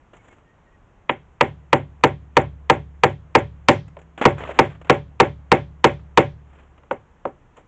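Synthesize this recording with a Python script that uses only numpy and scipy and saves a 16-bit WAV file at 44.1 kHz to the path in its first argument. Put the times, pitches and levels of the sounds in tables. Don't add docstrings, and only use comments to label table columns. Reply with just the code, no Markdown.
import sys
import numpy as np
from scipy import signal
from scipy.fft import rfft, irfft, next_fast_len
from scipy.io import wavfile
from scipy.ndimage import uniform_filter1d, map_coordinates

SR = 44100
rng = np.random.default_rng(int(sys.argv[2]) if len(sys.argv) > 2 else 0)


def generate_wav(sig):
    pcm = np.round(np.clip(np.atleast_2d(sig).T, -1, 1) * 32767).astype(np.int16)
    wavfile.write(sys.argv[1], SR, pcm)


def field_ratio(decibels):
    return 10 ** (np.asarray(decibels, dtype=float) / 20)


N = 338247
SPAN = 2 ** 14

# (frequency [Hz], level [dB], t60 [s])
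PLANK_MODES = [(256.4, -11, 0.2), (283, -16.5, 0.11), (360, -11.5, 0.23), (423.7, -14.5, 0.24),
               (522.4, 0.5, 0.067), (570.7, -3, 0.19), (778.7, -1.5, 0.13), (916.5, 2, 0.062),
               (1022.4, -4, 0.025), (1113.7, -6, .06), (1380, -10, .06), (1652, -12.5, .07),
               (1883, -18, .07), (2128, -11.5, 0.038)]
# (frequency [Hz], density [dB per Hz])
CRINKLE_COLOUR = [(3000, -41.5), (5000, -10.5), (7200, 7), (10000, -7), (16000, -19.5)]


def unit(x):
    return x / np.sqrt(np.mean(x ** 2) + 1e-20)


def along(points, hz):
    f, v = np.transpose(points)
    return np.interp(np.log(hz + 1), np.log(f + 1), v)


def filtered(x, response):
    m = 2 * next_fast_len(x.shape[-1] // 2 + 4096)
    return irfft(rfft(x, m) * response(np.fft.rfftfreq(m, 1 / SR)), m)[..., :x.shape[-1]]


def hiss(colour, size):
    return unit(filtered(rng.standard_normal(size), lambda hz: field_ratio(along(colour, hz))))


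def causal(gain):
    c = irfft(np.log(gain + 1e-6))
    c[1:len(c) // 2] *= 2
    c[len(c) // 2:] = 0
    return np.exp(rfft(c))


def open_air():
    # (frequency [Hz], density [dB per Hz])
    air_colour = [(15, -20.5), (30, -0.5), (55, -6), (120, -8.5), (220, -15.5), (500, -19), (1000, -20.5),
                  (2000, -28.5), (3200, -36.5), (7000, -43), (16000, -58.5)]
    level_db = -54.5
    z = signal.stft(hiss(air_colour, N + 512), nperseg=512)[2]
    patches = uniform_filter1d(rng.standard_normal(z.shape), 6, 0)
    patches = uniform_filter1d(patches, 14, 1)
    return field_ratio(level_db) * signal.istft(z * field_ratio(0.5 * unit(patches)), nperseg=512)[1][:N]


def sheet():
    # (time [s], peak [dB], crispness [dB], t60 [s])
    scuffs = [(.133, -41.5, -22, 0.13), (.167, -49, -10, .06), (.326, -46, -19, .035),
              (.384, -50, -22, .04), (2.01, -47, -19, .03), (2.355, -46, -21, .05),
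              (3.88, -42, -15.5, 0.047), (3.989, -42, -16, 0.063), (4.015, -45, -16, 0.063),
              (4.177, -29, -23, .15), (4.213, -15, -30, .15), (4.224, -12, -26, 0.012),
              (4.24, -14.5, -40, .02), (4.381, -31.5, -19, 0.07), (4.405, -29.5, -37, 0.14),
              (4.437, -21.5, -42, 0.019), (4.451, -32.5, -32, 0.057), (4.475, -31.5, -30, 0.02),
              (4.516, -47, -28, 0.032), (4.814, -35.5, -23, 0.047), (4.846, -37.5, -26, .09),
              (4.868, -44, -26, .24), (5.995, -45, -21, 0.03), (6.778, -44, -30, .055),
              (7.275, -42, -22, .042), (7.569, -46.5, -10, 0.039)]
    # (start [s], length [s], peak [dB], crispness [dB])
    drags = [(0.133, 0.28, -58, -14.5), (4.331, 0.46, -41.5, -26.5), (6.461, 0.23, -56.5, -24),
             (7.546, 0.086, -56.5, -17)]
    # (frequency [Hz], density [dB per Hz])
    sheet_colour = [(100, -34.5), (250, 0), (600, -1), (1500, -5.5), (2500, -10), (3500, -16),
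                    (6000, -37.5)]
    crease_hz, crease_spread = 900, .4
    rise, fall = 0.32, 0.41
    t = np.arange(N) / SR
    body, treble, crease = np.zeros(N), np.zeros(N), np.zeros(N)
    for (s, db, crisp_db, t60), chance in zip(scuffs, rng.standard_normal(len(scuffs))):
        k = round(s * SR)
        age = t[:min(SR // 5, N - k)]
        puff = field_ratio(db - 3.0 - 60 * age / max(t60, .005)) * (1 - np.exp(-age / 0.00046))
        pitch = crease_hz * np.exp(crease_spread * chance)
        body[k:][:len(age)] += puff
        treble[k:][:len(age)] += puff * field_ratio(crisp_db)
        crease[k:][:len(age)] += puff * field_ratio(-60 * age / 0.032) * np.sin(2 * np.pi * pitch * age)
    clumps = map_coordinates(rng.standard_normal(int(N * 90 / SR) + 4), [t * 90])
    for s, length, db, crisp_db in drags:
        part = (t - s) / length
        swell = np.clip(np.minimum(part / rise, (1 - part) / fall), 0, 1)
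        drag = swell * field_ratio(db + 3.3 * clumps)
        body += drag
        treble += drag * field_ratio(crisp_db)
    return body * hiss(sheet_colour, N) + treble * hiss(CRINKLE_COLOUR, N) + 1.1 * crease


def bird():
    # (time [s], length [s], pitch [Hz], level [dB])
    pipes = [(0.187, 0.034, 2200, -59), (0.29, 0.05, 2180, -56), (0.447, .1, 1860, -62),
             (0.656, .05, 1880, -62), (0.722, 0.05, 1910, -60.5)]
    t, out = np.arange(N) / SR, np.zeros(N)
    for s, length, hz, db in pipes:
        swell = np.sin(np.pi * np.clip((t - s) / length, 0, 1))
        waver = 1.7 * np.sin(2 * np.pi * 14 * (t - s))
        out += field_ratio(db) * swell * np.sin(2 * np.pi * hz * t + waver)
    return out


def bending(spot, t, hz):
    # (air delay [s], dispersion [s Hz^.5], level [dB])
    arrivals = [(.0004, .05, -3), (.0008, .12, 2), (.003, .16, 3), (.008, .18, 4.5)]
    # (frequency [Hz], level [dB])
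    crack_colour = [(60, -30.5), (200, -15), (400, -11.5), (530, -3), (680, -3), (950, 4), (1400, -4.5),
                    (2300, -3.5), (3500, -9.5), (6000, -30), (16000, -28.5)]
    loss_db, scatter_s, dull_hz = 600.5, .0004, 7050
    waves = 0
    for (delay, bend, db), late in zip(arrivals, scatter_s * rng.standard_normal(len(arrivals))):
        shifted = delay * (1 + late / .008)
        phase = hz * (shifted - bend / 63) + 2 * bend * np.sqrt(hz)
        travel = np.exp(-2j * np.pi * phase - hz / dull_hz * shifted / 0.01)
        waves = waves - field_ratio(db - loss_db * delay * spot) * travel
    waves = irfft(waves * field_ratio(along(crack_colour, hz)), SPAN)
    return field_ratio(-21) * unit(waves) * np.minimum(t / 0.00092, 1) * field_ratio(-60 * (t / 0.039) ** 2)


def knock(pitch, t):
    level_db, t60 = 7.5, .018
    tone = lambda ratio: np.sin(2 * np.pi * ratio * pitch * t)
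    slower = field_ratio(40 * np.minimum(t, .2) / t60)
    partials = tone(1) + 0.45 * tone(1.7) + 0.24 * slower * tone(.45)
    return -field_ratio(level_db - 60 * t / t60) * (1 - np.exp(-t / 0.0011)) * partials


def plank_ring(t):
    return np.array([(-1) ** k * field_ratio(db - 60 * t / t60) * np.sin(2 * np.pi * f * t)
                     for k, (f, db, t60) in enumerate(PLANK_MODES)])


def wash():
    # (frequency [Hz], density [dB per Hz])
    wash_colour = [(80, -36), (200, -1.5), (400, -1), (800, -3), (1300, -15), (2300, -12.5), (3400, -23),
                   (7000, -50), (16000, -55.5)]
    # (frequency [Hz], t60 [s])
    fade = [(160, 0.12), (420, .14), (1100, 0.16), (2900, 0.19), (5000, 0.55), (7500, 0.18)]

    def gather(f):
        near_modes = sum(1 / (1 + ((f - c) / 22) ** 2) for c, _, _ in PLANK_MODES)
        return np.sqrt(0.19 + near_modes + 0.3 * (f > 1300))

    hz, t, z = signal.stft(unit(filtered(hiss(wash_colour, SPAN), gather)), SR, nperseg=256)
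    return signal.istft(z * field_ratio(-60 * (t - .04) / along(fade, hz)[:, None]), SR, nperseg=256)[1][:SPAN]


def rattle(t):
    clumps = map_coordinates(rng.standard_normal(int(t[-1] * 220) + 4), [t * 220])
    jumps = field_ratio(4.5 * clumps - 60 * t / .14) * (1 - np.exp(-(t / .013) ** 2))
    return jumps * hiss(CRINKLE_COLOUR, SPAN)


def frame_hum(age):
    # (frequency [Hz], level [dB], t60 [s])
    frame_modes = [(70.2, -47.5, 2.3), (64.6, -53, 0.39), (100, -36, 0.45), (110.9, -40, 0.51),
                   (138, -29, .3), (147.16, -37.5, 0.53), (164, -64.5, 6.3), (183.8, -42, .45),
                   (271, -56.5, 0.65), (281, -57.5, 0.43)]
    hum = np.array([field_ratio(db - 60 * age / t60) * np.sin(2 * np.pi * f * age) for f, db, t60 in frame_modes])
    return hum * (1 - np.exp(-age / 0.0025)) * np.cos(np.pi / 2 * age / age[-1])


def contact(db, edge_db, sharp_db, hz):
    tilt = [(200, 0.67 * min(db + 8.5, 0)), (450, 0.0047), (1300, 0),
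            (2400, edge_db), (3300, edge_db), (5000, sharp_db)]
    return causal(field_ratio(along(tilt, hz))) * 1j * hz / (150 + 1j * hz)


def hammer():
    # (time [s], strength [dB], hardness of contact [dB], spot along the board [rad])
    strikes = [(1.094, -8.5, -13, 0.83), (1.409, -0.44, -3.5, .7), (1.729, 1, -7.5, .8),
               (2.037, 3, -4.5, .21), (2.368, 2, -6, .23), (2.698, 2, -4.5, .3), (3.035, 1.55, -2.5, .3),
               (3.351, 2.5, -2.1, .05), (3.685, 4, 7.5, .8), (4.253, 3.5, -3.5, -.05),
               (4.589, 2.5, -1.5, -.01), (4.897, 2.5, -2, -.1), (5.2, 3.5, -3, -.2), (5.517, 2.5, 0, -.2),
               (5.842, 2, 1, -.2), (6.174, 3, 0.5, -0.34)]
    # (time [s], strength [dB], hardness [dB], knock pitch [Hz])
    nudges = [(3.968, -34.5, -4, 594), (4.491, -24, -15.5, 615.4), (6.834, -48.5, -2, 1170),
              (6.9108, -14, -7.5, 850), (7.253, -15.5, -14.5, 714), (7.576, -40.5, -13.5, 480)]
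    tap_spot, tap_ring_db, tap_waves_db = 2.25, 0.5, -2.5
    out, t, hz = np.zeros(N + 2 * SR), np.arange(SPAN) / SR, np.fft.rfftfreq(SPAN, 1 / SR)
    age = np.arange(2 * SR) / SR
    onset = (1 - np.exp(-t / .002)) * np.cos(np.pi / 2 * t / t[-1])
    modes, hum = plank_ring(t), frame_hum(age)
    near, far = wash(), wash()
    shape = rng.normal(0, 1, (2, len(modes)))
    blows = []
    for s, db, hard, spot in strikes:
        edge_db = 0.5 + 0.33 * hard - .74 * db
        ring_db = -2 + 0.6354 * s
        blows.append((s, db, edge_db, hard, ring_db, spot, bending(spot, t, hz)))
    for s, db, hard, pitch in nudges:
        first = field_ratio(tap_waves_db) * bending(tap_spot, t, hz) + knock(pitch, t)
        blows.append((s, db, hard, hard, tap_ring_db, tap_spot, first))
    for s, db, edge_db, sharp_db, ring_db, spot, first in blows:
        drift_db = 2.7 * (np.cos(spot) * shape[0] + np.sin(spot) * shape[1])
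        weight = field_ratio(drift_db + rng.normal(0, 1.8, len(modes)))
        dense = np.cos(spot) * near + np.sin(spot) * far + 0.43 * wash()
        ring = field_ratio(ring_db) * onset * (field_ratio(-12.5) * weight @ modes + field_ratio(-23.5) * dense)
        struck = irfft(rfft(first + ring) * contact(db, edge_db, sharp_db, hz), SPAN)
        grit = field_ratio(db - 41.0 + 0.4 * sharp_db) * onset * rattle(t)
        start = round((s - 0.0002) * SR)
        out[start:][:SPAN] += field_ratio(db) * struck + grit
        shake_db = 1.4 * db + 8.5
        out[start:][:len(age)] += field_ratio(shake_db + rng.normal(0, 1.5, len(hum))) @ hum
    return out[:N]


def scene():
    return (open_air() + sheet() + bird() + hammer())[None]


def smear(x):
    length_s, level_db = .006, -29
    t = np.arange(round(length_s * SR)) / SR
    ahead = rng.standard_normal(len(t)) * field_ratio(-14 * t / length_s)
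    ahead = ahead[None] / np.linalg.norm(ahead)
    spread = signal.fftconvolve(x[:, ::-1], ahead, axes=1)[:, :N][:, ::-1]
    return x + field_ratio(level_db) * spread


def low_pass(x):
    return signal.sosfilt(signal.butter(12, 16830, fs=SR, output="sos"), x)


def record(dry):
    # (frequency [Hz], level [dB])
    housing = [(20, 0.5), (3200, -0.5), (4100, -11), (4900, -13.5), (5800, -5), (7200, -0.5), (8300, -8),
               (9300, -20), (16000, -17.5)]
    clip_level, shelf_gain = .68, field_ratio(-13)
    heard = filtered(dry, lambda hz: causal(field_ratio(along(housing, hz))))
    flat = heard / (1 + np.abs(heard / clip_level) ** 30) ** (1 / 30)

    def shelf(hz):
        top = shelf_gain + (1 - shelf_gain) / (1 + (hz / 8400) ** 24)
        return top * (hz < 16700) * 1j * hz / (22 + 1j * hz)

    return low_pass(filtered(smear(flat), shelf))


dry = scene()
out = record(dry)
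generate_wav(out)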